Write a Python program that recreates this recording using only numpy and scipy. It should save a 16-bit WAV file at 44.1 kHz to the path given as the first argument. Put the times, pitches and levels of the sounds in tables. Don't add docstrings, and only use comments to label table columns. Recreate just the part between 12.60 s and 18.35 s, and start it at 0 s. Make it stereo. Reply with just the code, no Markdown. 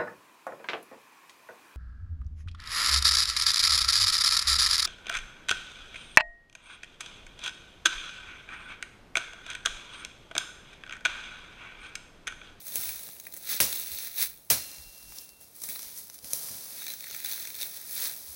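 import sys
import numpy as np
from scipy import signal
from scipy.fft import rfft, irfft, next_fast_len
from scipy.io import wavfile

SR = 44100
rng = np.random.default_rng(int(sys.argv[2]) if len(sys.argv) > 2 else 0)


def wav_out(sig):
    wavfile.write(sys.argv[1], SR, np.round(np.clip(np.atleast_2d(sig).T, -1, 1) * 32767).astype(np.int16))


N = 253575
T = np.arange(N) / SR
SIZE = next_fast_len(N + 4096)
HZ = np.maximum(np.arange(SIZE // 2 + 1) * SR / SIZE, 1)


def undb(db):
    return 10 ** (np.asarray(db) / 20)


def over_hz(table, column=1):
    table = np.array(table, float)
    return np.interp(np.log(HZ), np.log(table[:, 0]), table[:, column])


def band_noise(order, edges_hz, shape):
    sos = signal.butter(order, edges_hz, "band", fs=SR, output="sos")
    return signal.sosfilt(sos, rng.standard_normal(shape))


# (time [s], peak level [dB], rise [s], frequency [Hz], port [0 left, 1 right])
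PUFFS = [(.28, -48.5, 0.018, 70, 1), (.32, -51, 0.041, 55.2, 0), (1.33, -44, 0.012, 70.4, 1),
         (1.7, -54.5, 0.0336, 60.2, 1), (2.2, -42, 0.0096, 68.4, 1), (2.27, -46, 0.015, 35, 1),
         (2.3, -58, 0.014, 55, 0), (2.47, -49, .03, 54, 1), (3.27, -51, 0.0057, 50, 0),
         (5.7, -45, 0.013, 69.8, 1)]
RUMBLE_DB, AIR_DB = -70.5, -66


def wind():
    rumble = band_noise(3, [45, 95], (2, N))
    rumble = rumble / rumble.std()
    out = undb(RUMBLE_DB) * rumble
    for s, db, rise, hz, port in PUFFS:
        width = np.where(T < s, rise, 1.66 * rise)
        size = undb(db) * np.exp(-.5 * ((T - s) / width) ** 2)
        phase = 2 * np.pi * (hz * T + rng.random()) + 0.399 * rumble[0]
        out[int(port > .5)] += size * np.sin(phase)
    air = band_noise(1, [60, 500], N)
    return out + undb(AIR_DB) * air / air.std()


def ring(modes, at, db, free, sink=0):
    t = np.maximum(T - at, 0)
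    bent = t - sink * t ** 2 / 2
    tones = 0
    for hz, mode_db, t60 in modes:
        decay = np.exp(-np.log(1000) * t / (t60 * free))
        tones = tones + undb(mode_db) * decay * np.sin(2 * np.pi * (hz * bent + rng.random()))
    onset = 1 - np.exp(-t / 0.0061)
    return undb(db) * tones * onset


# (frequency [Hz], level against the blow [dB], full t60 [s])
THUD = [(75.8, -6, 0.48), (120.6, -1.5, 0.26), (232, -2.5, 0.25), (549, -3.5, 0.22)]
# (time [s], level [dB], share of the full t60 [0-1])
THUDS = [(.185, -40, 0.18), (.89, -55, 0.11), (1.005, -36, 0.83), (1.904, -38, 1), (3.086, -39, 0.17),
         (3.403, -53.5, 0.25), (3.635, -47.5, 0.3366), (3.735, -39, 0.14), (3.903, -47, 0.55)]


def thuds():
    return sum(ring(THUD, *row) for row in THUDS)


# (time [s], bush level [dB], blade level [dB], share of the blade's free t60 [0-1])
CHOPS = [(1.004, -17.5, -38, 0.25), (1.903, -17.5, -43.5, 1.0)]
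# (frequency [Hz], level against the blow [dB], free t60 [s])
BLADE = [(2748, -11, 6), (3424, -6, .3), (3881, -5, .3), (4150, -4, .9), (4178, 1, 1.25), (5297, -4, .3),
         (5890, -4, .3), (6270, -4, .3)]
QUIVER_HZ, QUIVER_DB = 8.5, 2
LAG_BLADE = 2 / SR


def blade():
    tone = sum(ring(BLADE, s, db, free, sink=.008) for s, _, db, free in CHOPS)
    tone = tone * undb(QUIVER_DB * np.sin(2 * np.pi * QUIVER_HZ * T))
    turn_db = 3 * np.sin(2 * np.pi * (T - 2.2) / .75)
    tone = tone * np.clip((2.92 - T) / .12, 0, 1)
    left = np.roll(tone, round(LAG_BLADE * SR))
    return undb([turn_db, -turn_db]) * np.array([left, tone])


# (peak time [s], leaves level [dB],
# rise [dB/s], fall [dB/s], twigs against leaves [dB], tread against leaves [dB], share underfoot [0-1])
STEPS = [(.005, -50, 100, 250, -6, -14, 0.68), (.08, -41.5, 248, 53, -8.5, -21, 0.51),
         (.165, -33.5, 248, 61, -7, -20, 0.49), (0.288, -39, 76, 87, -4, -30, .58),
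         (.45, -45.5, 60, 47, -8.5, -15, 0.49), (.67, -54.5, 200, 73, -7.5, -7, 0.5),
         (.738, -46, 1500, 410, -11, -18, 0.56), (.77, -43.5, 1000, 200, -10, -16, 0.54),
         (.84, -50, 400, 52, -14, -15, 0.63), (.922, -31.5, 216, 157, -1.5, -20.5, .9),
         (1.12, -38.5, 100, 110, -2.5, -15.5, 0.92), (1.19, -37, 60, 200, -8.5, -30, 1),
         (1.34, -41, 50.4, 67, -5.5, -20.5, 1), (1.46, -39, 40, 170, -3.5, -21.5, 0.92),
         (1.592, -33.5, 514, 140, -4, -31, 0.92), (1.628, -24, 270, 425, -4.5, -25.5, 1),
         (1.68, -51, 400, 260, -15, -11, 0.7), (1.86, -60.5, 40, 280, -11, -23, 0.46),
         (2.4, -52, 40, 50, -4.5, -20, 0.03), (2.573, -43.5, 100, 110, -6, -22, .1),
         (2.811, -49.5, 2000, 130, -7, -16, 0.15), (2.953, -48, 2000, 22, -11, -32, 0.07),
         (3.02, -40, 1500, 500, -10, -25, 0.09), (3.04, -37.5, 1200, 180, -8.5, -21.5, 0.2),
         (3.099, -36, 800, 150, -6.5, -21.5, 0.81), (3.23, -43, 59, 43, -4.5, -21.5, 0.31),
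         (3.386, -38.5, 220, 240, -10.5, -31, 0.017), (3.48, -55, 50, 100, -13.5, -30, 0.03),
         (3.545, -45, 700, 320, -9.5, -33, 0.1), (3.644, -43, 890, 39, -6, -18, 0.017),
         (3.745, -33.5, 251, 130, -8, -29, 0.017), (3.83, -37.5, 120, 22.3, -6.5, -20.5, 0.021),
         (4.19, -45, 300, 71, -1.5, -27, 1), (4.31, -42.5, 39.4, 160, -4, -17, 0.97),
         (4.55, -42, 61.6, 55, -2, -18, 1), (4.65, -39.5, 1300, 86, -2.5, -24, 0.99),
         (4.72, -38, 128, 107, -3.5, -20, .9), (4.81, -41.5, 150, 43, -4, -20, 0.85),
         (5.026, -36.5, 170, 230, -3.5, -21, 0.86), (5.07, -40, 200, 180, -6.5, -17.5, 0.57),
         (5.16, -42, 170, 104, -4, -22, 0.42), (5.33, -38.5, 109, 33, -15, -26, 0.42),
         (5.448, -31.5, 94, 165, -3.5, -22, 0.61), (5.6, -46.5, 60, 56, -3.5, -15.5, 0.16),
         (5.69, -44, 200, 22, -6.5, -32, .1)]
# (level against the blow [dB], fall [dB/s],
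# twigs against leaves [dB], tread against leaves [dB])
THRASH = [(-1, 239, -3, -18), (-18.5, 45, -3, -18.5)]
# level [dB] of tread, stems, twigs, leaves
STIR_DB = [-73.5, -86.5, -67.5, -60.5]
THRASH_RISE_DB_S = 7000
ROUND_DB = 0.5
STEMS_DB = -8.5


def rustle():
    chops = [(s, db + rel_db, THRASH_RISE_DB_S, *rest, .15)
             for s, db, *_ in CHOPS for rel_db, *rest in THRASH]
    power = np.ones((2, 4, N)) * undb(2 * np.array(STIR_DB))[:, None] / 2
    for s, db, rise_db, fall_db, twigs_db, tread_db, underfoot in STEPS + chops:
        down_db = np.where(T < s, (s - T) * rise_db, (T - s) * fall_db)
        swell = undb(2 * (db + ROUND_DB - np.hypot(down_db, ROUND_DB)))
        colour = undb(2 * np.array([tread_db, twigs_db + STEMS_DB, twigs_db, 0]))
        share = np.clip(underfoot, 0, 1)
        power += np.array([share, 1 - share])[:, None, None] * colour[:, None] * swell
    return power


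BAND_HZ = [120, 800, 2500, 7000, 17000]
# (frequency [Hz], relative level [dB])
LITTER = [(100, -10.5), (350, -9.5), (600, -4.5), (1500, -3), (2500, 0), (4000, 1), (5500, 0.5),
          (6900, -1.5), (9000, 1), (11000, 2.5), (16000, 1.5)]


def band(k):
    lower, upper = [np.clip(np.log2(HZ / f) / 0.63 + .5, 0, 1) for f in BAND_HZ[k:k + 2]]
    shape = np.sqrt(np.maximum(lower - upper, 0)) * undb(over_hz(LITTER))
    return shape / np.sqrt(np.mean(shape ** 2))


def grains(rate, spread_db, t60):
    size = undb(2 * np.minimum(spread_db * rng.exponential(size=N), 3.0 * spread_db))
    kicks = (rng.random(N) < rate / SR) * size / size.mean() * SR / rate
    keep = np.exp(-2 * np.log(1000) / (t60 * SR))
    return signal.lfilter([1 - keep], [1, -keep], kicks)


# (time [s], peak level [dB], twig ring [Hz], mean twigs level against peak [dB],
# mean stems level against peak [dB])
SNAPS = [(0.0518, -39, 6156, -20, -24), (0.0679, -25, 6500, -20, -24), (0.0807, -24, 6440, -21, -34),
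         (0.1206, -26, 3520, -17.5, -35), (0.1426, -32, 3870, -19, -32), (0.157, -8, 6240, -22, -43),
         (0.2345, -24, 3540, -19, -17.5), (0.2904, -21, 2270, -15.5, -23), (0.4344, -28, 4303, -21, -29),
         (0.4884, -27.5, 3440, -17, -18), (0.5226, -36, 5050, -29, -31), (0.5653, -34, 6010, -14, -22),
         (0.5993, -24.5, 6560, -17.5, -29), (0.6522, -34.5, 3800, -14, -16), (0.6682, -28, 2470, -27, -13),
         (0.7234, -30, 4100, -17, -33), (0.739, -22.5, 4360, -24, -25.5), (0.7652, -24, 5645, -30, -28),
         (0.8338, -33, 3820, -16, -31), (0.871, -33, 4020, -9, -28), (0.8928, -19, 6000, -15, -26),
         (1.0025, -9.5, 5620, -10, -13), (1.1282, -16.5, 3550, -15, -24), (1.1975, -17.5, 3700, -24, -24),
         (1.27, -28, 5790, -20, -22), (1.317, -24.5, 4100, -13.5, -35), (1.334, -26, 3420, -22.5, -29),
         (1.3865, -22, 6120, -14, -22), (1.4474, -27, 5500, -23, -24), (1.564, -37, 4500, -28, -39),
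         (1.5765, -19, 3770, -18, -32), (1.9016, -4, 6000, -17, -37), (2.5212, -35, 2780, -16, -10),
         (2.585, -23, 5460, -12, -41), (2.691, -34.5, 4530, -11, -36), (2.812, -37, 2732, -17, -32),
         (2.9522, -39.5, 5910, -18, -36), (3.0016, -34, 6560, -17, -35), (3.0186, -19.5, 5700, -22.5, -30),
         (3.037, -14.5, 5300, -28, -33), (3.0886, -16, 6162, -25, -25.5), (3.1591, -27, 4060, -18, -13.5),
         (3.1926, -22.5, 5700, -16, -23), (3.2206, -26, 6090, -20, -32), (3.2296, -24.5, 4000, -17, -38),
         (3.3754, -28.5, 6050, -14, -32), (3.4396, -42, 6320, -23, -34), (3.4987, -28, 5940, -13.5, -20),
         (3.5428, -30, 5750, -20, -28), (3.5883, -29, 4660, -17.5, -37.5),
         (3.6446, -25.5, 6420, -15.5, -20.5), (3.7332, -5, 5800, -22, -44),
         (4.2198, -26.5, 3850, -15, -15.5), (4.2408, -30, 3880, -14, -22), (4.267, -26, 2350, -11, -15),
         (4.2806, -25.5, 3989, -11, -24), (4.3022, -23.5, 4000, -10, -20),
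         (4.3369, -23.5, 6130, -13.5, -22), (4.4062, -26.5, 5850, -12.5, -25),
         (4.441, -29.5, 3710, -17, -15.5), (4.469, -30, 1880, -21, -15), (4.4854, -35, 6930, -22, -23),
         (4.4988, -28.5, 5570, -17, -27), (4.5108, -26, 4900, -15, -21), (4.5467, -23, 6000, -16, -21),
         (4.602, -21.5, 4100, -23, -25), (4.646, -19, 3500, -15.5, -22), (4.6594, -23.5, 4000, -10.5, -22),
         (4.7135, -22.5, 6000, -10.5, -25), (4.7992, -23.5, 4135, -15, -23),
         (4.8523, -22.5, 5800, -13, -19.5), (4.873, -22.5, 6300, -16, -27.5),
         (4.9028, -23.5, 6260, -19, -26), (4.9444, -29, 4400, -11, -29), (4.9521, -26.5, 3750, -18, -24),
         (5.012, -23, 3560, -14, -23), (5.0202, -21.5, 3740, -11.5, -24), (5.0293, -19, 3600, -14, -24),
         (5.095, -32, 5540, -27, -30), (5.3098, -24, 6340, -15, -26)]
SNAP_LEAVES_DB, SNAP_TREAD_DB = -11, -37.5
CREST_DB = 2
CRACK_S = 0.0005
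SNAP_N = 3000


def snaps(power, below):
    size, twig, t = np.zeros((4, N + SNAP_N)), np.zeros(N + SNAP_N), T[:SNAP_N]
    run = t / (CRACK_S * np.array([[3.], [1.5], [1.1], [.9]]))
    rattle = 0.096 * (1 - np.exp(-run)) * np.exp(-run / 34.0)
    shape = run * np.exp(1 - run) + rattle
    for s, db, hz, twigs_db, stems_db in SNAPS:
        i = int(s * SR)
        feet_louder = power[0, 3, i] > power[1, 3, i]
        if feet_louder == below:
            bands_db = np.array([SNAP_TREAD_DB, stems_db, twigs_db, SNAP_LEAVES_DB])
            size[:, i:i + SNAP_N] += undb(db + CREST_DB + bands_db)[:, None] * shape
            ring_size = undb(db + max(twigs_db, stems_db) - 2.5) * shape[0]
            twig[i:i + SNAP_N] += ring_size * np.sin(2 * np.pi * hz * t)
    return size[:, :N], twig[:N]


def brush(power, below, base_rate, crack_share):
    rate = base_rate * (power[:, 3].sum(axis=0) / undb(2 * -41.5)) ** 0.2
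    common = grains(rate, spread_db=4.0, t60=.005)
    size, twig = snaps(power, below)
    splinters = np.sign(rng.standard_normal((3, N)))
    out = rfft(twig, SIZE) * np.array([[1.3], [0], [0]])
    for k in range(4):
        own = grains(3 * rate, spread_db=12.0, t60=0.021)
        crackle = 1 - crack_share + crack_share * (common + own) / 2
        hiss_power = np.maximum(power[0 if below else 1, k] * crackle, 0)
        hiss = np.sqrt(hiss_power) * rng.standard_normal((3, N))
        out = out + band(k) * rfft(hiss + size[k] * splinters, SIZE)
    return out


# (frequency [Hz], from below [dB], from ahead [dB])
RIGHT_PORT = [(100, 2.5, 9), (1470, 3.5, -2), (3060, 0.5, 1.5), (3640, 5.5, -2), (5940, 3, 6.5),
              (6650, 7.5, 4.5), (7120, -14, -3), (8200, 3.5, 1.5), (9500, -2, 4), (10620, 7.5, 4),
              (12500, 3, 2), (13844, 6.5, -1), (15500, 12, 3), (15630, 20, 13)]
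# (frequency [Hz], below [share 0-1], ahead [share 0-1])
SCATTER = [(196, 0.0644, 0.042), (1020, 0.061, 0.74), (2870, 0.094, 0.12), (5219, 0.52, 0.75),
           (11500, 0.72, 1)]


def ports(direct, scattered, column, lag_s):
    share = np.clip(over_hz(SCATTER, column), 0, 1)
    common = np.sqrt(1 - share) * direct
    left = common * np.exp(-2j * np.pi * HZ * lag_s) + np.sqrt(share) * scattered[0]
    right = common + np.sqrt(share) * scattered[1]
    right = right * undb(over_hz(RIGHT_PORT, column))
    return irfft(np.array([left, right]), SIZE)[:, :N]


LAG_BELOW, LAG_CHOPPING, LAG_WADING = 22 / SR, 5.5 / SR, 7.7 / SR
WADING_FROM_S = 2.2


def scene():
    power = rustle()
    feet = brush(power, True, base_rate=150., crack_share=0.41)
    cutter = brush(power, False, base_rate=120., crack_share=0.2)
    below = ports(feet[0], feet[1:], column=1, lag_s=LAG_BELOW)
    chopping = ports(cutter[0], cutter[1:], column=2, lag_s=LAG_CHOPPING)
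    wading = ports(cutter[0], cutter[1:], column=2, lag_s=LAG_WADING)
    ahead = np.where(T < WADING_FROM_S, chopping, wading)
    return wind() + thuds() + blade() + below + ahead


TOP_HZ = 15800


def record(dry):
    return signal.sosfilt(signal.ellip(12, .3, 80, TOP_HZ, fs=SR, output="sos"), dry)


dry = scene()
out = record(dry)
wav_out(out)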